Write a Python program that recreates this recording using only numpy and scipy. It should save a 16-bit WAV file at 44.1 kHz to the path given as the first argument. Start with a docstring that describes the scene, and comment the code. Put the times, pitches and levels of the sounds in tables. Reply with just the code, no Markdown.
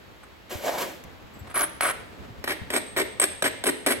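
"""Abrading a stone's edge

In a workshop, a flat stone is turned in the hand and slides on a leather lap pad with a rising hollow note.
An abrasive block lands on its edge nine times: a knock, a short skip, then a gritty scrape that makes
the stone ring thinly. Hands and pad bump softly in between, over a steady room hiss."""
import sys
import numpy as np
from scipy import signal
from scipy.fft import rfft, irfft
from scipy.io import wavfile

SR = 44100
rng = np.random.default_rng(int(sys.argv[2]) if len(sys.argv) > 2 else 0)


def to_wav(s):
    """Save 16-bit WAV."""
    ch = np.atleast_2d(s).T  # columns
    pcm = np.round(np.clip(ch, -1, 1) * 32767)  # PCM
    wavfile.write(sys.argv[1], SR, pcm.astype(np.int16))


N = 176400
TIME, BIN_HZ = np.arange(N) / SR, np.fft.rfftfreq(N, 1 / SR)

# Tone of the room hiss: freq_hz, gain_db
HISS_EQ = [(25, -21), (55, 4.5), (130, -6.5), (300, -3.5), (600, -6.5), (1000, -8), (2000, -11),
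           (3000, -14), (4000, -17), (5500, -24.5), (8000, -30), (15000, -28)]
# How alike left and right are in hiss, rustle and bumps: freq_hz, correlation
STEREO_LIKENESS = [(50, 0.05), (300, 0.27), (1000, 0.065), (4000, .1)]
# Fader curve of the clothes: time_s, level_db
RUSTLE_CURVE = [(0, -56.5), (.45, -63), (1.05, -51.5), (1.5, -49), (1.9, -50.5), (2.3, -49), (4, -54)]
# Their tone: freq_hz, gain_db
RUSTLE_EQ = [(25, -24), (65, -3), (140, -7.5), (250, -8), (500, -12.5), (2000, -22.5), (10000, -45)]
# Light taps on the stone: start_s, level_db
TAP_CUES = [(0.233, -45.5), (1.472, -42.5), (1.498, -39.5), (1.512, -42)]
# Tone of contact with the stone lying flat: freq_hz, gain_db
FLAT_EQ = [(200, -21), (600, -3.5), (900, -3.5), (1300, 2.5), (1600, -3), (2000, -3.5), (3000, -11.5),
           (4500, -18), (6500, -24.5), (12000, -54), (15000, -28)]
# The stone's thin ring: pitch_hz, width_hz, gain_db
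STONE_MODES = [(8275, 68, -5), (10645, 79, -3.5), (12120, 33, -22), (16500, 270, -34)]
# Fader curve of the slide: time_s, level_db
SLIDE_CURVE = [(.494, -46), (.512, -31.5), (.555, -36), (.605, -41.5), (.665, -29.5), (.697, -31.5),
               (.712, -34.5), (.735, -34.5), (.779, -35.5), (.784, -25), (.795, -30), (.822, -25.5),
               (.85, -34.5), (.92, -42.5), (1.02, -56.5)]
# Its tone: freq_hz, gain_db
SLIDE_EQ = [(100, -32), (200, -5.5), (330, 0), (550, 0.5), (800, -3.5), (1200, -9.5), (1700, -8),
            (2500, -10), (5000, -15.5), (8000, -17), (12000, -15.5), (15500, -18)]
# Hollow resonance in mid-slide: time_s, pitch_hz, level_db
HOLLOW_SWEEP = [(.60, 560, -51), (.645, 590, -31.5), (0.696, 660, -24), (0.706, 720, -36.5),
                (.738, 760, -29.5), (.78, 900, -34), (0.851, 1040, -39)]
# Bumps on the lap: start_s, level_db
BUMP_CUES = [(.55, -38), (1.045, -38), (1.24, -45.5), (1.41, -39), (2.195, -42), (2.301, -41), (2.386, -38),
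             (2.614, -34), (3.14, -48)]
# Their tone: freq_hz, gain_db
BUMP_EQ = [(25, -25), (70, 9), (130, 1), (220, -7.5), (400, -30.5), (1500, -51)]
# Sharp clicks: start_s, level_db
SNAP_CUES = [(1.039, -41.5), (1.593, -25), (1.609, -24), (2.74, -28), (2.979, -26), (3.664, -29)]
# Touches on the block: start_s, level_db
CLINK_CUES = [(1.338, -42), (1.39, -43)]
# The block's ring: pitch_hz, width_hz, gain_db
BLOCK_MODES = [(7700, 14, -0.36), (12000, 29, -0.68)]
# Strokes of the block, the last three columns being sends to the body and the two lowest stone modes:
# land_s, knock_db, bite_s, leave_s, scrape_db, body_db, lower_ring_db, upper_ring_db
STROKE_CUES = [(1.542, -36, 1.550, 1.641, -26.5, -10, -13.5, 4),
               (1.808, -18, 1.820, 1.9057, -24.5, -16.5, -8.5, -0.5),
               (2.441, -27, 2.472, 2.53, -28, -4, -7.5, -6),
               (2.703, -26.5, 2.734, 2.778, -24.5, 0.5, 1.5, -5.5),
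               (2.964, -28.5, 2.966, 3.017, -24.5, -1, -0.5, -8.5),
               (3.198, -20.5, 3.212, 3.244, -24.5, -4, 8, 0.5),
               (3.423, -18.5, 3.44, 3.473, -21.5, -2.5, 0.5, -9.5),
               (3.639, -25.5, 3.657, 3.695, -25, 2.5, 1.5, 0.5),
               (3.863, -22.5, 3.85, 3.929, -25, 2, -0.5, 3.5)]
# Tone of each landing's first tick: freq_hz, gain_db
TICK_EQ = [(400, -30), (1200, 17), (2200, 2), (3600, -7), (6000, -13), (15000, -7)]
# Low body of stone and leg: freq_hz, gain_db
BODY_EQ = [(30, -50), (160, -14), (270, -1.5), (400, -0.5), (500, -8), (620, -2.5), (900, -18.5),
           (2000, -38)]
# Tone of contact with the stone tilted: freq_hz, gain_db
TILTED_EQ = [(200, -18.5), (600, -1.5), (1000, -2.5), (1400, -2), (1900, 3), (2500, -3.5), (3200, -6),
             (3900, -6.5), (6000, -15), (9000, -28), (12000, -14), (14500, -47)]
# Time for the reverb tail to fall 60 dB: freq_hz, decay_s
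REVERB_DECAY = [(200, 0.42), (530, 0.66), (1400, 0.56), (3700, .65), (9700, .5), (15000, 0.22)]
# Tone of that tail: freq_hz, gain_db
REVERB_EQ = [(100, -1), (350, -6), (600, -5.5), (1000, -12.5), (2500, -6.5), (8000, -12.5), (14000, -14.5)]

TILT_S = 2.2  # from here on the stone is tilted up and braced on the leg
CONTACT_TRIM_DB, CLICK_FALL_S = -1, 0.00071


def from_db(db):
    """Decibels to gain."""
    return 10 ** (np.asarray(db) / 20)


def unit_power(x):
    """Scale to an RMS of one."""
    return x / np.sqrt(np.mean(x ** 2) + 1e-20)


def curve(points):
    """Join (time_s, value) points with straight lines."""
    return np.interp(TIME, *np.transpose(points))


def at_hz(points, hz):
    """Read (freq_hz, value) points on a log axis."""
    freqs, values = np.transpose(points)
    return np.interp(np.log(np.maximum(hz, 1)), np.log(freqs), values)


def eq(x, points, size=4096):
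    """Minimum-phase equaliser; white noise keeps its power."""
    cepstrum = irfft(np.log(from_db(at_hz(points, np.fft.rfftfreq(size, 1 / SR)))))
    cepstrum[1:size // 2] *= 2
    cepstrum[size // 2 + 1:] = 0
    response = irfft(np.exp(rfft(cepstrum)))
    return signal.fftconvolve(x, response / np.linalg.norm(response))[:N]


def resonator(hz, width_hz):
    """Coefficients of a resonance; white noise keeps its power."""
    r = np.exp(-np.pi * width_hz / SR)
    return np.sqrt((1 - r * r) / 2) * np.array([1, 0, -1]), [1, -2 * r * np.cos(2 * np.pi * hz / SR), r * r]


def drift(rate_hz):
    """Smooth random wobble of unit power."""
    r = np.exp(-2 * np.pi * rate_hz / SR)
    return unit_power(signal.lfilter([1], [1, -2 * r, r * r], rng.standard_normal(N + SR))[SR:])


def release(start_s, fall_s):
    """Envelope that holds at one, then dies away."""
    return np.exp(-np.maximum(TIME - start_s, 0) / fall_s)


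def hit(start_s, fall_s):
    """Envelope that jumps up and dies away."""
    return (TIME >= start_s) * release(start_s, fall_s)


def hits(cues, fall_s):
    """One hit for each (start_s, level_db) cue."""
    return sum(from_db(db) * hit(start_s, fall_s) for start_s, db in cues)


def scattered(force):
    """Grains touch at different spots, so each pushes a mode one way or the other."""
    return force * rng.choice([-1, 1], N) + 1e-18


def ring(modes, drives):
    """Ringing modes, each excited by its own force."""
    return sum(from_db(db) * signal.lfilter(*resonator(hz, width_hz), scattered(drive))
               for (hz, width_hz, db), drive in zip(modes, drives))


def grit(grains_per_s, spread_db=4, chatter_db=2.5):
    """Dense clicks of uneven size, bunched by the chatter of the contact."""
    sizes = from_db(spread_db * np.minimum(rng.exponential(1, N), 4)) * rng.choice([-1, 1], N)
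    clicks = sizes * (rng.random(N) < grains_per_s / SR)
    return unit_power(clicks * from_db(chatter_db * drift(rate_hz=185)))


def wide_noise(tone):
    """Wide stereo noise, a little narrower in the low mids."""
    alike = at_hz(STEREO_LIKENESS, BIN_HZ)
    mid, side = (irfft(rfft(eq(rng.standard_normal(N), tone)) * np.sqrt(1 + sign * alike), N)
                 for sign in (1, -1))
    return np.array([mid + side, mid - side])


def pan_right(x, lead_s):
    """The sound reaches the right ear first."""
    left = irfft(rfft(x) * np.exp(-2j * np.pi * BIN_HZ * lead_s), N)
    return np.array([left, x])


def room_hiss():
    """A steady, dark bed of noise."""
    return from_db(-53) * wide_noise(HISS_EQ)


def clothes_rustle(waver_db=2.15):
    """Clothes rustle dully at an uneven level."""
    return from_db(curve(RUSTLE_CURVE) + waver_db * drift(rate_hz=13)) * wide_noise(RUSTLE_EQ)


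def stone_taps(ring_db=-6.5):
    """Fingers and block tap the stone: a puff of noise and a faint ring."""
    taps = hits(TAP_CUES, fall_s=0.0081) * rng.standard_normal(N)
    ringing = from_db(ring_db) * ring(STONE_MODES, [taps] * 4)
    return from_db(CONTACT_TRIM_DB) * eq(taps, FLAT_EQ) + ringing


def workshop_reverb(x, early_db=-4, early_fall_s=0.0052, build_s=0.036):
    """One side of the room: quick reflections off lap and floor, then a tail that dies band by band."""
    t, hz = TIME[:SR], np.fft.rfftfreq(SR, 1 / SR)
    white = rfft(rng.standard_normal(SR))
    early = rng.standard_normal(SR) * np.exp(-t / early_fall_s) * (t > .001)
    response = from_db(early_db) * early / np.linalg.norm(early)
    edges_hz = np.geomspace(60, 17000, 13)
    for low, high in zip(edges_hz, edges_hz[1:]):
        centre_hz = np.sqrt(low * high)
        band = irfft(white * (hz >= low) * (hz < high), SR)
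        tail = from_db(-60 * t / at_hz(REVERB_DECAY, centre_hz)) * np.minimum(t / build_s, 1)
        response += from_db(at_hz(REVERB_EQ, centre_hz)) * band * tail / np.linalg.norm(tail)
    return signal.fftconvolve(x, response)[:N]


def leather_slide(hop=128):
    """Soft friction of stone on skin and leather, with a hollow resonance that rises as it turns."""
    times, pitches, levels = np.transpose(HOLLOW_SWEEP)
    pitch_hz = np.interp(TIME, times, pitches)
    swell = from_db(np.interp(TIME, times, levels)) * (TIME > times[0]) * (TIME < times[-1])
    friction = swell * grit(grains_per_s=11000) + 1e-18
    hollow, state = np.zeros(N), np.zeros(2)
    for i in range(0, N, hop):
        b, a = resonator(pitch_hz[i], width_hz=150)
        hollow[i:i + hop], state = signal.lfilter(b, a, friction[i:i + hop], zi=state)
    fader = from_db(curve(SLIDE_CURVE)) * (TIME > SLIDE_CURVE[0][0]) * (TIME < SLIDE_CURVE[-1][0])
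    rub = eq(fader * rng.standard_normal(N), SLIDE_EQ)
    return from_db(-2) * rub + from_db(-.5) * hollow


def lap_bumps(rise_s=0.0033, fall_s=0.017):
    """Hands and pad land on the lap with soft, bassy thuds."""
    thuds = sum(from_db(db) * np.clip((TIME - start_s) / rise_s, 0, 1) * release(start_s + rise_s, fall_s)
                for start_s, db in BUMP_CUES)
    return thuds * wide_noise(BUMP_EQ)


def grain_snaps():
    """Sharp clicks, as of coarse grains breaking."""
    return 2 * hits(SNAP_CUES, CLICK_FALL_S) * rng.standard_normal(N)


def block_clinks():
    """Light touches set the block ringing as it is picked up."""
    return ring(BLOCK_MODES, [hits(CLINK_CUES, CLICK_FALL_S)] * 2)


def scrape_pressure(land_s, bite_s, leave_s, skip_db=-15, grip_s=.008, easing_db_per_s=26):
    """The block skips lightly until it bites, eases along the stroke and lifts off."""
    grip = np.clip((TIME - bite_s) / grip_s + .5, 0, 1)
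    from_middle_s = np.clip(TIME, bite_s, leave_s) - (bite_s + leave_s) / 2
    touching = (TIME >= land_s) * release(leave_s, fall_s=0.0075)
    return touching * from_db(skip_db * (1 - grip) - easing_db_per_s * from_middle_s)


def block_strokes(body_lag_s=.002):
    """Each knock and gritty scrape drives contact noise, the body of stone and leg, and the stone's ring."""
    flat, tilted, body, lower, upper, ticks = np.zeros((6, N))
    grains, crunch = grit(grains_per_s=4500), rng.standard_normal(N)
    for land_s, knock_db, bite_s, leave_s, scrape_db, body_db, lower_db, upper_db in STROKE_CUES:
        ticks += from_db(knock_db - 7) * hit(land_s, fall_s=0.0024)
        knock = 2 * from_db(knock_db) * hit(land_s, fall_s=0.0025) * crunch
        scrape = from_db(scrape_db) * scrape_pressure(land_s, bite_s, leave_s) * grains
        stroke = knock + scrape
        if land_s < TILT_S:
            flat += stroke
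        else:
            tilted += stroke
        body += from_db(body_db) * (from_db(.5) * knock + scrape)
        lower += from_db(lower_db) * stroke
        upper += from_db(upper_db) * stroke
    attack = eq(ticks * rng.standard_normal(N), TICK_EQ)
    contact = from_db(CONTACT_TRIM_DB) * (eq(flat, FLAT_EQ) + eq(tilted, TILTED_EQ))
    weight = from_db(-4.5) * eq(np.roll(scattered(body), int(body_lag_s * SR)), BODY_EQ)
    return attack + contact + weight + ring(STONE_MODES, [lower, upper, flat + tilted, flat + tilted])


def scene():
    """Close stone work, further right once tilted, with reverb over bumps, rustle and hiss."""
    work = stone_taps() + grain_snaps() + block_clinks() + block_strokes()
    slide = leather_slide()
    direct = pan_right(slide, lead_s=.00002)
    direct += pan_right(work * (TIME < TILT_S), lead_s=.00005)
    direct += pan_right(work * (TIME >= TILT_S), lead_s=.00012)
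    reverb = np.array([workshop_reverb(work + slide) for side in range(2)])
    return direct + reverb + lap_bumps() + clothes_rustle() + room_hiss()


def record(dry):
    """The right channel's treble is the left one's, inverted and slightly late; the top is cut steeply."""
    crossover_hz, lag_s, cutoff_hz = 6700, .000206, 15800
    left, right = rfft(dry)
    late_left = left * np.exp(-2j * np.pi * BIN_HZ * lag_s)
    crossfade = np.pi / 2 * np.clip(2 * np.log2(np.maximum(BIN_HZ, 1) / crossover_hz) + .5, 0, 1)
    right = np.cos(crossfade) * right - np.sin(crossfade) * late_left
    high_cut = signal.ellip(10, .3, 80, cutoff_hz, fs=SR, output="sos")
    return signal.sosfilt(high_cut, irfft(np.array([left, right]), N))


dry = scene()
out = record(dry)
to_wav(out)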